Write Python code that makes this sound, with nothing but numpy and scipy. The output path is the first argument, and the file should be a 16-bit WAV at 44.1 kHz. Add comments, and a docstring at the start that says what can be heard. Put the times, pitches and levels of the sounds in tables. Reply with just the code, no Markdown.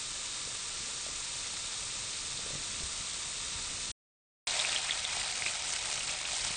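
"""Chicken deep-fries in a small iron pot on a kitchen hob: countless tiny steam bubbles, each a damped
oscillator, add up to an even sizzle coloured by the air resonances of the pot. Wooden chopsticks turn
the pieces with soft bumps over a low rumble. After half a second of silence the pot is nearer and
livelier: the crusts crackle like crinkled plastic and single water drops flash to steam and pop."""
import sys
import numpy as np
from scipy import signal
from scipy.fft import rfft, irfft
from scipy.io import wavfile

SR = 44100
rng = np.random.default_rng(int(sys.argv[2]) if len(sys.argv) > 2 else 0)


def put_to_file(sound):
    """Save the sound as 16-bit audio at rate SR, in the file named by the first command-line argument."""
    columns = np.atleast_2d(sound).T  # one column per channel
    safe = np.clip(columns, -1, 1)
    whole_steps = np.round(safe * 32767)
    wavfile.write(sys.argv[1], SR, whole_steps.astype(np.int16))


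N = 289296
TIME, HZ = np.arange(N) / SR, np.fft.rfftfreq(4096, 1 / SR)
FAR_END_S, NEAR_START_S = 3.915, 4.471

# Spectral envelopes: f/Hz, relative level/dB
RUMBLE_SPECTRUM = [(10, -15), (28, 6.5), (45, 0), (65, 0), (90, -0.5), (130, -1.5), (200, -5.5),
                   (300, -10.5), (600, -16.5), (2000, -57)]
WIDTH_SPECTRUM = [(60, -18.5), (300, -3), (1000, -3.5), (1900, 6), (3000, 11.5), (4000, -33.5), (9000, -51)]
SIMMER_SPECTRUM = [(100, -19.5), (300, -12), (500, -9.5), (800, -12.5), (1100, -11), (1600, -9.5),
                   (2500, -4.5), (3100, -5.5), (4200, -2.5), (5500, -2), (7000, -.5), (9000, .5)]
FIZZ_SPECTRUM = [(100, -36.5), (400, -15), (1500, -13.5), (3000, -3.5), (4200, 0.5), (6000, 0.5), (9000, 3)]
CRACKLE_SPECTRUM = [(100, -42), (400, -11), (520, -9.5), (620, -6.5), (900, -4), (1050, -8), (1650, -6),
                    (2200, -1), (3000, -2), (4000, -2.5), (5200, -5), (9000, -13.5)]
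# Air resonances of the pot and the hob recess: f/Hz, bandwidth/Hz, gain/dB
FAR_MODES = [(449, 31, 4.5), (965, 93, 5), (1192, 92, 7.5), (1362, 72, 6), (1740, 36, 4.5), (2640, 86, 1.5),
             (3660, 520, 5), (4300, 130, 1.8)]
NEAR_MODES = [(598.3, 16, 10), (735, 60, 4.3), (930, 26, 6), (1310, 230, 4.2), (1530, 54, 1.4),
              (2280, 390, 2), (3820, 530, 2.7)]
# Rumble, stronger while the hands move: t/s, level/dB
RUMBLE_LEVELS = [(0, -56), (2.2, -55), (2.5, -51), (2.68, -53), (3.0, -52), (3.1, -56), (3.45, -54.5),
                 (3.6, -53), (3.9, -51.5), (4.5, -56.5), (6.55, -55.5)]
# Dull thuds of handling: t/s, level/dB, f/Hz
HANDLING_THUDS = [(2.343, -38, 100), (2.534, -36.5, 150), (2.553, -34.5, 130), (2.805, -37.5, 150),
                  (2.834, -31, 62), (3.007, -40, 180), (3.553, -40, 90), (6.506, -36.5, 165)]
# Soft chopstick knocks and, higher in pitch, plops of large bubbles in the oil: t/s, level/dB, f/Hz
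KNOCKS_AND_PLOPS = [(0.475, -36, 475), (1.065, -34, 600), (1.087, -39, 510), (1.537, -36, 880),
                    (2.393, -37, 560), (2.463, -36.5, 500), (2.506, -37, 545), (2.539, -38, 560),
                    (2.555, -34.5, 515), (2.822, -39, 500), (5.170, -28.5, 810)]
# Dry cracks of the crust: t/s, relative level/dB
CRUST_CRACKS = [(4.476, -24), (4.942, -27), (5.187, -26), (5.763, -23.5), (6.4486, -15.5), (6.465, -25)]
# The largest water drops bursting in the oil: t/s, level/dB, f/Hz
LARGE_DROPS = [(4.477, -23.5, 3960), (4.509, -24, 3900), (4.593, -24, 3450), (4.599, -20, 3740),
               (4.649, -20, 2480), (4.694, -24, 3580), (4.729, -23.5, 2670), (4.762, -18.5, 3190),
               (4.896, -24, 2080), (4.909, -18, 3490), (5.050, -22, 3600), (5.422, -23.5, 2240),
               (5.463, -19.5, 2400), (5.481, -28, 2540), (6.007, -26.5, 2890), (6.094, -26.5, 2585),
               (6.252, -26, 2720)]
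# Course of the lively frying: t/s, relative fizz level/dB, relative crackle level/dB
BOIL_LEVELS = [(4.48, -34.5, -30.5), (4.7, -34, -33), (4.78, -36.5, -33.5), (5.06, -37, -35.5),
               (5.18, -35.5, -32.5), (5.35, -37, -36.5), (5.47, -34.5, -36.5), (5.6, -38.5, -36),
               (5.7, -33, -36), (5.8, -37, -36), (5.9, -35.5, -33), (6.02, -36, -38.5), (6.1, -36, -35),
               (6.24, -40, -37), (6.37, -34, -35.5), (6.46, -34, -35), (6.54, -36.5, -36.5)]


def amp(db):
    """Amplitude ratio of a level in decibels."""
    return 10 ** (np.asarray(db) / 20)


def unit(x):
    """Normalisation to rms 1."""
    return x / np.sqrt(np.mean(x ** 2) + 1e-20)


def envelope(rows, column=1):
    """Amplitude envelope, interpolated linearly in decibels."""
    rows = np.array(rows)
    return amp(np.interp(TIME, rows[:, 0], rows[:, column]))


def add(mix, start_s, sound):
    """Superposition of a sound on the mix."""
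    part = mix[round(start_s * SR):][:len(sound)]
    part += sound[:len(part)]


def wander(hz):
    """Random modulation of rms 1: noise that rolls off above hz."""
    f = np.fft.rfftfreq(N, 1 / SR)
    return unit(irfft(rfft(rng.standard_normal(N)) * (f / hz) ** .5 / (1 + (f / hz) ** 4), N))


def colour(x, spectrum, modes=()):
    """Minimum-phase filtering by a spectral envelope with resonance peaks; rms 1 out."""
    f, db = np.transpose(spectrum)
    db = np.interp(np.log(HZ + 1), np.log(f), db)
    for hz, width, lift_db in modes:
        db = db + lift_db / (1 + (2 * (HZ - hz) / width) ** 2)
    log_gain = np.log(amp(np.r_[db, db[-2:0:-1]]))
    response = np.fft.ifft(np.exp(np.conj(signal.hilbert(log_gain)))).real
    return unit(signal.oaconvolve(x, response[:len(HZ)])[:N])


def impulses(per_s, spread_db):
    """Poisson process: clicks of either sign, their levels from a capped exponential distribution."""
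    occurs = rng.random(N) < per_s / SR
    size = np.minimum(rng.exponential(1, N), 2 * np.e - 1)
    return occurs * amp(spread_db * size) * rng.choice([-1, 1], N)


def echoes(x, t60):
    """Reverberation: dense reflections fall by 60 dB in t60 seconds."""
    t = TIME[:SR // 8]
    tail = rng.standard_normal(len(t)) * amp(-60 * t / t60) * (t > .001)
    return unit(signal.oaconvolve(x, tail)[:len(x)]) * np.std(x)


def snap(decay_s):
    """Sudden release radiates a transient of bright, exponentially decaying noise."""
    t = TIME[:4096]
    highpass = signal.butter(2, 900, "high", fs=SR)
    return signal.lfilter(*highpass, rng.standard_normal(len(t))) * np.exp(-t / decay_s)


def stereo_width(pot):
    """Side signal: a faint, diffuse midrange difference between left and right."""
    return amp(-62.5) * colour(echoes(pot, t60=.12), WIDTH_SPECTRUM)


def rumble():
    """Low air and handling noise around the hob, made lumpy by slow amplitude modulation."""
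    lumpy = rng.standard_normal(N) * amp(1.3 * wander(hz=6.5))
    return colour(lumpy, RUMBLE_SPECTRUM) * envelope(RUMBLE_LEVELS)


def bumps(rows, cycles, wet_db):
    """Heavy damping: a knock, plop or thud in the oil-filled pot dies away within a few cycles."""
    out, t = np.zeros(N), TIME[:4096]
    for start_s, db, hz in rows:
        bump = np.sin(2 * np.pi * hz * t) * np.exp(-hz * t / cycles)
        add(out, start_s, amp(db) * (bump + amp(wet_db) * echoes(bump, t60=.11)))
    return out


def crust_cracks():
    """Brittle fracture: the crust splits with a dulled snap that echoes but does not ring."""
    out, lowpass = np.zeros(N), signal.butter(1, 6500, fs=SR)
    for start_s, db in CRUST_CRACKS:
        crack = amp(db) * signal.lfilter(*lowpass, snap(decay_s=.0018))
        add(out, start_s, crack + amp(-8) * echoes(crack, t60=.04))
    return out


def crust_ticks(per_s, spread_db, t60, wet_db):
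    """Incoherent addition: each tick comes from another spot, so the echoes sum in energy."""
    clicks = impulses(per_s, spread_db)
    retained = amp(-120 / (t60 * SR))  # share of the energy left after one sample
    energy = signal.lfilter([1 - retained], [1, -retained], clicks ** 2)
    haze = np.sqrt(energy) * rng.standard_normal(N)
    return unit(clicks + amp(wet_db) * haze)


def water_pops(small_per_s=9, ring_s=.002, bounce_s=.0024):
    """Flash boiling: a drop bursts with a snap, its cavity rings and the pot wall reflects the pulse."""
    out, t = np.zeros(N), TIME[:4096]
    moments = TIME[(rng.random(N) < small_per_s / SR) & (TIME > NEAR_START_S)]
    small_drops = [(s, -30.5 + 1.8 * rng.standard_normal(), rng.uniform(2400, 4080)) for s in moments]
    for start_s, db, hz in list(LARGE_DROPS) + small_drops:
        ring = np.sin(2 * np.pi * hz * t) * np.exp(-(t / ring_s) ** 2)
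        pop = amp(db) * ring + amp(-35) * snap(decay_s=.00069)
        add(out, start_s, pop + amp(-5.5) * echoes(pop, t60=.077))
        add(out, start_s + bounce_s, amp(-20.5) * pop)
    return out


def bubbles(density, spread_db, cycles, wet_db, sizes=28):
    """Bubble resonance: each bursting bubble is a damped oscillator whose size sets its pitch."""
    t, out = TIME[:2048], np.zeros(N)
    for hz in np.geomspace(500, 9000, sizes):
        ring = np.sin(2 * np.pi * hz * t) * np.exp(-hz * t / cycles)
        ring = ring + amp(wet_db) * echoes(ring, t60=.038)
        share = hz / 90000  # small, high bubbles are the more numerous
        bursts = impulses(density * share, spread_db)
        out += np.sqrt(share) * unit(signal.oaconvolve(bursts, ring)[:N])
    return unit(out)


def simmer(start_db=-36.5, rise_db_per_s=.2156):
    """Superposed tiny bubbles merge into an even sizzle that grows slightly as the pieces are turned."""
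    grains = bubbles(density=9000, spread_db=1.5, cycles=1.6, wet_db=-11, sizes=40)
    ticks = crust_ticks(per_s=900, spread_db=-1, t60=.022, wet_db=-3)
    steam = rng.standard_normal(N) + amp(2) * grains + amp(-7.5) * ticks
    steam *= amp(.31 * wander(hz=35))
    return colour(steam, SIMMER_SPECTRUM, FAR_MODES) * amp(start_db + rise_db_per_s * TIME)


def boil():
    """Common modulation: steam leaves the crusts in spurts that drive fine fizz and coarse crackle."""
    spurts = wander(hz=70)
    ticks = crust_ticks(per_s=650, spread_db=4, t60=.018, wet_db=-4)
    hiss = amp(-1) * rng.standard_normal(N)
    fizz = hiss + bubbles(density=4100, spread_db=3.5, cycles=3.5, wet_db=-5) + ticks
    crackle = bubbles(density=4600, spread_db=1.5, cycles=2.2, wet_db=-8) + amp(-4) * ticks
    fizz = colour(fizz * amp(spurts), FIZZ_SPECTRUM)
    crackle = colour(crackle * amp(1.1 * spurts), CRACKLE_SPECTRUM, NEAR_MODES)
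    fizz *= amp(1.75) * envelope(BOIL_LEVELS, column=1)
    crackle *= amp(-4) * envelope(BOIL_LEVELS, column=2)
    return fizz + crackle


def scene():
    """Superposition of the sources, almost mono: far frying, silence, then near frying."""
    far, near = TIME < FAR_END_S, TIME > NEAR_START_S
    frying = simmer() * far + boil() * near + crust_cracks() + water_pops()
    knocks_and_plops = bumps(KNOCKS_AND_PLOPS, cycles=1.3, wet_db=-11)
    thuds = bumps(HANDLING_THUDS, cycles=.8, wet_db=-9)
    pot = frying + knocks_and_plops + thuds + rumble()
    side = stereo_width(pot * np.where(far, 1, amp(-4)))  # the left-right difference is 4 dB fainter in the near part
    return np.array([pot + side, pot - side]) * (far | near)


def record(dry):
    """Band limiting: a steep linear-phase low-pass at 9090 Hz."""
    lowpass = signal.firwin(1535, 9090, window=("kaiser", 9), fs=SR)
    return signal.oaconvolve(dry, lowpass[None], "same")


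dry = scene()
out = record(dry)
put_to_file(out)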